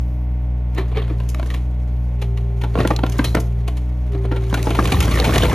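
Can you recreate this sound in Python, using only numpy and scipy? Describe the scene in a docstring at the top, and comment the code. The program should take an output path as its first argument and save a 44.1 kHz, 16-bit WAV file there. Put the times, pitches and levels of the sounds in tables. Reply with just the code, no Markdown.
"""A grassy yard, where a small three-cylinder excavator drones while its bucket pushes an old wooden barn over.
The engine is a sum of firing harmonics with filtered knocks and a pump tone; low noise rumbles in gusts.
Boards crack and splinter as fibre noise through resonances, and debris rattles down as clumped noise and chips.
Single pieces ring or click, the roof collapses at the end, and sparse echoes return from trees and walls.
A pair of close microphone ports hears it all."""
import sys
import numpy as np
from scipy import signal
from scipy.fft import rfft, irfft, next_fast_len
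from scipy.io import wavfile
from scipy.ndimage import uniform_filter1d

SR = 44100
rng = np.random.default_rng(int(sys.argv[2]) if len(sys.argv) > 2 else 0)


def to_wav(sig):
    """Store sig (one row per channel, or 1-D mono) as 16-bit WAV at the path in sys.argv[1].

    Samples outside -1..1 are clipped; the rate is SR.
    """
    pcm = np.clip(np.atleast_2d(sig), -1, 1) * 32767
    pcm = np.round(pcm).astype(np.int16)
    wavfile.write(sys.argv[1], SR, pcm.T)  # frames by channels


N = 244314


def amp(db):
    """Decibel law: 20 dB is a tenfold gain in amplitude."""
    return 10 ** (np.asarray(db) / 20)


def evened(x):
    """Normalisation: scales a signal to rms 1."""
    return x / np.sqrt(np.mean(x ** 2) + 1e-20)


def read(points, hz):
    """Logarithmic frequency scale: interpolates a spectrum table along it."""
    table_hz, value = np.transpose(points)
    return np.interp(np.log(hz + 1), np.log(table_hz + 1), value)


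def curves(rows):
    """Linear interpolation: each column of a time table at every sample."""
    s, *columns = np.transpose(rows)
    return [np.interp(np.arange(N) / SR, s, column) for column in columns]


def drift(hz):
    """Low-passed noise: slow chance of rms 1 that changes about hz times a second."""
    b, a = signal.butter(2, hz, fs=SR)
    settled = signal.lfilter(b, a, rng.standard_normal(N + SR))[SR:]
    return evened(settled)


def coloured(x, points):
    """Minimum-phase filtering: a causal filter of energy 1 with the given spectrum."""
    hz = abs(np.fft.fftfreq(8192, 1 / SR))
    log_gain = np.log(amp(np.maximum(read(points, hz), -100)))
    # the Hilbert transform of the log gain gives the minimum phase
    spectrum = np.exp(np.conj(signal.hilbert(log_gain)))
    taps = np.fft.ifft(spectrum).real[:4096]
    return signal.oaconvolve(x, taps / np.linalg.norm(taps))[:N]


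def snaps(shape, spread_db):
    """Impulsive noise: breaking fibres, a few samples far larger than the rest."""
    excess = np.minimum(rng.exponential(1, shape), 7)
    return evened(rng.standard_normal(shape) * amp(spread_db * excess))


def swell(s, db, rise_db, fall_db):
    """Exponential growth and decay: gain peaks at db at time s, with steady dB per second on both sides."""
    t = np.arange(N) / SR - s
    return amp(db + np.minimum(rise_db * t, -fall_db * t))


# pushes of the arm: start_s, end_s, loaded_firing_hz, whine_db (rms at the start), fade_db_per_s
ARM_PUSHES = [(0.987, 1.3, 59.1, -47, 13), (2.208, 3.67, 58.89, -39.5, 4), (4.141, 6, 57.96, -31, 6.5)]
FREE_HZ, DROOP_HZ_PER_S = 61.6, 1.3  # target firing rate when let go, and its droop from there
GOVERNOR_S = 0.11  # span of the first smoothing; the second is half as long
PUMP_REST_DB, PUMP_RISE_DB_PER_S, PUMP_FALL_DB_PER_S = -65, 358, 64


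def governor():
    """Speed regulation under load: each push holds the firing rate down and makes the pump whine."""
    t = np.arange(N) / SR
    hz = FREE_HZ - DROOP_HZ_PER_S * t
    pump = amp(PUMP_REST_DB)
    for start, end, loaded_hz, db, fade_db in ARM_PUSHES:
        released = FREE_HZ - DROOP_HZ_PER_S * (t - end)
        hz = np.where(t < start, hz, np.where(t < end, loaded_hz, released))
        whine = swell(start, db, PUMP_RISE_DB_PER_S, fade_db)
        pump = pump + whine / amp(PUMP_FALL_DB_PER_S * np.maximum(t - end, 0))
    lag = round(GOVERNOR_S * SR)
    hz = uniform_filter1d(hz, lag, mode="nearest")
    return uniform_filter1d(hz, lag // 2, mode="nearest"), pump


# engine tones: multiple of the firing rate
TONE_MULTIPLES = 1, 2, 3, 4, 4.87, 10, 11.5
# level of each tone: unloaded_db (rms), full_load_change_db
TONE_LEVELS = [(-19.5, -0.5), (-30, 6.5), (-40, 3.5), (-47, -4), (-42.5, -18), (-51.5, -5.5), (-70, -14.5)]
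# spectrum of the engine noise: frequency_hz, density_db (relative, per Hz)
CLATTER_SPECTRUM = [(200, -12), (420, -5), (620, -6.5), (800, -11), (1650, -25.5), (2050, -21.5),
                    (2900, -29.5), (4500, -40), (8000, -57), (15000, -54)]
CLATTER_DB = -45
UNLOADED_HZ, SAG_HZ = 61.4, 2.8  # firing rate that counts as unloaded, and its drop at full load
PUMP_ORDER = 20 / 3  # ten strokes a crank turn, three firings in two turns


def engine():
    """Harmonic synthesis: exhaust tones follow speed and load, the block clatters, the pump whines."""
    hz, whine = governor()
    load = np.clip((UNLOADED_HZ - hz) / SAG_HZ, 0, 1)
    firings = np.cumsum(hz * (1 + 0.00208 * drift(4.6))) / SR
    tones = 0
    for k, (db, load_db) in zip(TONE_MULTIPLES, TONE_LEVELS):
        level = amp(db + load_db * load + 0.73 * drift(65.0))
        # a suction pulse, its overtones slightly late
        tones = tones + level * np.cos(2 * np.pi * k * firings + np.pi + 0.83 * (1 - k))
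    pump = whine * amp(1.1 * drift(4.2)) * np.cos(2 * np.pi * PUMP_ORDER * firings)
    # knocks that repeat each firing, and others that repeat each full cycle of three
    cycle = np.tile(rng.standard_normal(300), 3) + 0.7 * rng.standard_normal(900)
    knocks = np.interp(firings * 300 % 900, np.arange(900), cycle)
    clatter = evened(coloured(rng.standard_normal(N) + 0.8 * knocks, CLATTER_SPECTRUM))
    return np.sqrt(2) * (tones + pump), amp(CLATTER_DB) * clatter


# gusts of low rumble: peak_s, level_db (before the calm level and random swelling)
RUMBLE_GUSTS = [(0, -32), (0.701, -61.5), (1.968, -45.5), (3.26, -28.5), (4.55, -39), (4.79, -33),
                (4.98, -17), (5.29, -14), (5.45, -18.5)]
# spectrum of the rumble: frequency_hz, density_db (relative, per Hz)
RUMBLE_SPECTRUM = [(20, -26.5), (45, 5.5), (70, 12), (110, 3), (180, 2.5), (300, -38.5)]
GUST_RISE_DB_PER_S, GUST_FALL_DB_PER_S, CALM_DB = 111, 100, -43.5


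def rumble():
    """Amplitude-modulated noise: lumpy low noise that comes in gusts."""
    gusts = amp(CALM_DB)
    for s, db in RUMBLE_GUSTS:
        gusts = gusts + swell(s, db, GUST_RISE_DB_PER_S, GUST_FALL_DB_PER_S)
    lumps = amp(2.15 * drift(9.2))
    return gusts * lumps * coloured(rng.standard_normal(N), RUMBLE_SPECTRUM)


# debris trickling down, then the roof collapsing: time_s, level_db, splinter_db (against level_db)
DEBRIS_TRICKLE = [(0, -65, -3), (.25, -74.5, -13), (1.65, -58.5, -11), (4.0, -55, -12), (4.4, -45.5, -13),
                  (4.75, -33, -10), (5.1, -29.5, -11), (5.54, -25, -11)]
# bouts of tearing: peak_s, level_db, build_up_db_per_s, splinter_db (against level_db)
TEARING_BOUTS = [(0.785, -41.5, 338, -30), (0.988, -35.5, 237.5, -25), (1.529, -48, 23, -9),
                 (2.799, -32, 290, -15.5), (3.272, -41, 36.5, -9.5)]
TEAR_FALL_DB_PER_S = 156.5


def debris():
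    """Superposition of envelopes: debris level in dB, and that of its splinters against it."""
    db, splinter_db = curves(DEBRIS_TRICKLE)
    whole, fine = amp(db), amp(db + splinter_db)
    for s, peak_db, rise_db, relative_db in TEARING_BOUTS:
        tear = swell(s, peak_db, rise_db, TEAR_FALL_DB_PER_S)
        whole, fine = whole + tear, fine + tear * amp(relative_db)
    return 20 * np.log10(whole), 20 * np.log10(fine / whole)


def rattle(db, splinter_db):
    """Clustered random impacts: blows of debris on planks, frame, laths and splinters, and their bunching."""
    # lesser cracks come at random, 45 a second
    small = (rng.random(N) < 45.0 / SR) * np.minimum(rng.exponential(1.0, N), 0.9)
    trails = signal.lfilter([1], [1, -np.exp(-1 / (0.0084 * SR))], small)  # 8.4 ms decay constant
    bunches = amp(db + 1.68 * drift(43.0)) * evened(1 + trails)
    clumps = [amp(1.72 * drift(12.0)) for part in range(4)] * bunches
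    levels = amp([[-6.0], [0.5], [-9.0], [0.4]] + np.outer([0, 0, 0, 1], splinter_db))
    blows = signal.lfilter([1, .4], [1], snaps(N, 3.26))  # a little duller than a fresh break
    return clumps * levels * blows, bunches


def struck(x, modes):
    """Modal synthesis: x rings a set of decaying modes, of energy 1 together."""
    t = np.arange(3000) / SR
    tone = 0
    for hz, width, db in modes:
        decay = np.exp(-np.pi * width * t)
        tone = tone + amp(db) * np.sqrt(width) * decay * np.sin(2 * np.pi * hz * t)
    return signal.oaconvolve(x, tone / np.linalg.norm(tone))[:N]


def pieces(x, modes, spread_octaves):
    """Scaling of modes with length: every 36 ms a piece drawn from five sizes takes the blows."""
    which = rng.integers(0, 5, N // 1600 + 1).repeat(1600)[:N]
    scales = 2 ** (spread_octaves * np.linspace(-1, 1, 5))  # shorter pieces ring higher
    return sum(struck(x * (which == k), np.array(modes) * [scale, scale, 1])
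               for k, scale in enumerate(scales))


def chips(level):
    """Random impacts on small resonators: short pieces snap or land, each size with its own brief ring."""
    t, out = np.arange(600) / SR, np.zeros(N)
    for hz in np.geomspace(500, 4200, 24):
        hits = (rng.random(N) < 14.0 / SR) * amp(3.7 * np.minimum(rng.exponential(1, N), 4))
        envelope = (t * hz) * np.exp(-t * hz / 2.0)
        ring = np.sin(2 * np.pi * hz * t) * envelope * (hz / 1000) ** 0.39
        out += signal.oaconvolve(hits, ring)[:N]
    return level * evened(out)


# cracks: start_s, level_db (of the envelope, before the part gains), pitch_octaves (above the frame),
# t60_ms (of the break, before the share of each part; at least 5 ms is used)
BREAKS = [(0.747, -36.5, 3, 37), (0.777, -16.5, 1.53, 115), (0.967, -17.5, 1, 75), (1.018, -25.5, 1.5, 29),
          (1.096, -25.5, 0.95, 89), (1.201, -24, 1.7, 33), (1.288, -29.5, 4, 66), (1.299, -27, 5.5, 28),
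          (1.346, -16, 2, 14), (1.396, -16, 1.27, 26), (1.428, -18, 1.36, 20), (1.472, -35, 3.5, 17),
          (1.5, -22.5, 1.9, 87), (1.538, -21.5, 2, 87), (2.215, -20.5, 2, 91), (2.373, -25.5, 2, 45),
          (2.613, -22.5, 2.02, 56), (2.635, -17, 1.5, 67), (2.754, -8, 0.7, 21), (2.775, -10, 0.5, 22),
          (2.787, -7, 0.92, 27), (2.801, -4.5, 0.5, 38), (2.848, -6.5, 0.5, 38), (2.874, -10, 2.5, 18),
          (2.907, -4.5, 0.5, 37), (2.935, -26, 2, 26), (2.989, -15, 1.37, 29), (3.034, -4.5, 0.93, 35),
          (3.064, -16.5, 2, 23), (3.098, -24, 4, 8.9), (3.12, -26, 3, 56), (3.181, -29.5, 4.5, 54),
          (3.19, -4.5, 0.97, 39), (3.242, -11.5, 2.5, 68), (3.347, -4, 1.08, 35), (3.351, -15, 5, 13),
          (3.367, -11, 1, 65), (3.399, -28, 4, 64), (3.677, -17, 1.96, 57), (3.768, -29.5, 2.5, 79),
          (4.117, -35.5, 2, 160), (4.145, -21, 0.83, 58), (4.244, -23.5, 0.5, 85), (4.313, -15.5, 1, 88),
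          (4.36, -19.5, 1.5, 72), (4.528, -7, 0.4, 14), (4.541, -6, 1.96, 35), (4.572, -16, 1.5, 46),
          (4.628, -16, 3, 13), (4.668, -13, 1, 66), (4.704, -11.5, 1.5, 48), (4.748, -15.5, 2, 52),
          (4.769, -24, 2.5, 19), (4.788, -7, 0.4, 57), (4.854, -8.5, 2, 24), (4.874, -15, 2.5, 20),
          (4.92, -4.5, 2, 45), (5.004, -7, 2.5, 34), (5.024, -15.5, 2.5, 66), (5.054, -18, 2.5, 33),
          (5.109, -16.5, 2, 140), (5.173, -9, 1, 19), (5.198, -7.5, 1.5, 20), (5.24, -9, 2, 120),
          (5.293, -9, 1, 30), (5.357, -4.5, 2, 29), (5.38, -5.5, 2.5, 28), (5.485, -23, 7, 21)]
# planks, frame, laths, splinters: pitch_octaves (above the frame)
PART_PITCH = np.log2([2.5, 1, 7.5, 20])
# planks, frame, laths, splinters: response_db (how readily each part answers)
PART_RESPONSE = [-5, 3, -6, 1.5]
OFF_PITCH_DB = 3  # loss per squared octave away from the pitch of the piece


def cracks():
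    """Fracture as burst excitation: each crack is a quick run of breaks with a trail of fibres."""
    drive, t = np.zeros((4, N + 5000)), np.arange(5000) / SR
    # as a share of the t60: long breaks build up, the heavy frame most slowly
    rise = np.array([[.03], [.06], [.035], [.04]])
    lasting = np.array([[1], [1.1], [.9], [.8]])  # thin parts stop sooner
    # fibres start to give just before the break, over 400 samples
    giving = np.tile(0.083 * np.linspace(0, 1, 400) ** 2, (4, 1))
    for s, level_db, octaves, t60_ms in BREAKS:
        t60 = lasting * max(t60_ms, 5) / 1000
        fall = amp(-60 * t / t60) + 0.025 * amp(-60 * t / 0.26)  # break, then fibre trail
        shape = (1 - np.exp(-t / (rise * t60))) * fall
        shape = np.hstack([giving, shape[:, :-400]])
        db = level_db + np.array(PART_RESPONSE) - OFF_PITCH_DB * (PART_PITCH - octaves) ** 2
        # parts break together but not alike
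        burst = snaps(5000, 4.64) + 1.38 * rng.standard_normal((4, 5000))
        # the envelope sets the energy of each break
        size = np.linalg.norm(shape, axis=1) / np.linalg.norm(burst * shape, axis=1)
        at = round(s * SR) - 400
        drive[:, at:at + 5000] += burst * shape * (size * amp(db))[:, None]
    return drive[:, :N]


# beams and walls, for the middle size: pitch_hz, width_hz, level_db (relative)
FRAME_MODES = [(178, 64, -4.5), (321.3, 83, 8.5), (247, 110, -0.5), (457, 103, 6.5), (594, 29, -4.5)]
# planks, for the middle size: pitch_hz, width_hz, level_db (relative)
PLANK_MODES = [(535, 90, -6.5), (891, 70, -4), (922, 290, -4), (1377, 140, -3), (1784, 160, -10.5)]
# spectrum of laths and shingles: frequency_hz, density_db (relative, per Hz)
LATH_SPECTRUM = [(1300, -31), (2200, 7), (3200, 4.5), (4200, -0.5), (5500, -20)]
# spectrum of splinters: frequency_hz, density_db (relative, per Hz)
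SPLINTER_SPECTRUM = [(3000, -28.5), (4800, 2), (7000, 4.5), (11000, 0), (14000, -5.5), (15600, -32.5)]


def timber():
    """Source and resonator: cracks and debris shake frame, planks, laths and splinters."""
    db, splinter_db = debris()
    blows, bunches = rattle(db, splinter_db)
    plank, frame, lath, splinter = cracks() + blows
    body = pieces(frame, FRAME_MODES, 0.073) + pieces(plank, PLANK_MODES, 0.39)
    body = body + coloured(lath, LATH_SPECTRUM) + coloured(splinter, SPLINTER_SPECTRUM)
    return body + chips(amp(0.33 * db + 7) * bunches)  # chips fly mostly when the debris is thick


# single pieces that ring out, low ones with a clear note, the briefest as broad dry clicks:
# start_s, centre_hz, level_db (rms at the start), t60_s
SINGLE_PIECES = [(0.782, 375, -21, 0.18), (0.963, 432, -26.5, 0.17), (0.97, 2265, -24, 0.044),
                 (1.11, 302, -21, 0.083), (1.349, 624, -37, 0.15), (2.846, 199, -15.5, 0.099),
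                 (2.904, 836, -9, 0.03), (2.963, 4120, -9.5, 0.012), (3.245, 4040, -27, 0.2),
                 (4.541, 1455, -15.5, 0.056), (4.789, 1186, -7.5, 0.038), (5.199, 3820, -7, 0.015),
                 (5.337, 1780, -16, 0.048), (5.421, 3150, -14.5, 0.044)]


def rings():
    """Resonance bandwidth: dying fibre noise through one peak a piece, broader where the ring is shorter."""
    out, t = np.zeros(N + 9000), np.arange(9000) / SR
    for s, hz, db, t60 in SINGLE_PIECES:
        width_hz = 10.0 / t60 + 0.034 * hz
        b, a = signal.iirpeak(hz, hz / width_hz, SR)
        tone = evened(signal.lfilter(b, a, snaps(9000, 0.44)))
        # heavy pieces sound a clearer note
        tone = evened(tone + 2360.0 / hz * np.sin(2 * np.pi * hz * t))
        envelope = amp(db - 60 * t / t60) * (1 - np.exp(-t / 0.0013))
        out[round(s * SR):][:9000] += envelope * tone
    return out[:N]


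# echoes off trees and walls: frequency_hz, t60_s
YARD_DECAY = [(200, 0.37), (2000, 0.23), (12000, 0.33)]


def yard(x):
    """Frequency-dependent reverberation: sparse echoes of random sign, each band dying at its own speed."""
    taps = np.zeros(SR // 2)
    at = np.arange(300, SR // 2 - 20, 20)
    taps[at + rng.integers(0, 20, len(at))] = rng.choice([-1., 1.], len(at))
    hz, t, z = signal.stft(taps, SR, nperseg=256)
    t60 = np.maximum(read(YARD_DECAY, hz), .03)[:, None]
    tail = signal.istft(z * amp(-60 * t / t60), SR, nperseg=256)[1]
    return signal.oaconvolve(x, tail / np.linalg.norm(tail))[:N]


def scene():
    """Phase randomisation: the sound at the microphone, and beside it a copy scattered along changing paths."""
    tones, clatter = engine()
    low = rumble()
    wood, notes = timber(), rings()
    echoes = amp(-11.0) * yard(wood + 0.33 * notes)
    loose = clatter + wood + notes + echoes + low
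    z = signal.stft(loose, nperseg=256, noverlap=192)[2]
    random_phase = np.exp(2j * np.pi * rng.random(z.shape))
    scattered = signal.istft(z * random_phase, nperseg=256, noverlap=192)[1][:N]
    return np.array([tones + loose, scattered * np.std(loose) / np.std(scattered)])


# likeness of the two ports: frequency_hz, likeness (0-1)
PORT_LIKENESS = [(100, 1), (600, .93), (1500, .8), (2100, .94), (5200, .82), (8300, .95), (13500, .86)]
# phase by which the left port leads the right: frequency_hz, lead_rad
PORT_LEAD = [(0, 0), (430, 0.28), (1100, 0.2), (3360, 0.69), (4740, 0.87), (5900, 0.4), (8010, -3.5),
             (11100, -5), (15200, -9.5)]
EDGE_HZ = 15700  # upper band limit


def record(dry):
    """Spatial coherence: two ports share most of the sound, with a phase lead; bass cut, band limit."""
    size = next_fast_len(N + 4096)
    hz = np.fft.rfftfreq(size, 1 / SR)
    direct, scattered = rfft(dry, size)
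    apart = np.arccos(np.clip(read(PORT_LIKENESS, hz), 0, 1)) / 2
    turn = np.exp(.5j * np.interp(hz, *np.transpose(PORT_LEAD)))  # half the lead for each port
    shared, differing = np.cos(apart) * direct, np.sin(apart) * scattered
    left = (shared + differing) * turn * amp(0.35)
    right = (shared - differing) / turn
    bass_cut = 1 / np.sqrt(1 + (44.0 / (hz + 1)) ** 8)
    ports = irfft(np.array([left, right]) * bass_cut, size)[:, :N]
    ports = 1.1 * np.tanh(ports / 1.1)  # the loudest cracks are gently squeezed
    band_limit = signal.firwin(511, EDGE_HZ, window=("kaiser", 9), fs=SR)
    return signal.oaconvolve(ports, band_limit[None], "same")


dry = scene()
out = record(dry)
to_wav(out)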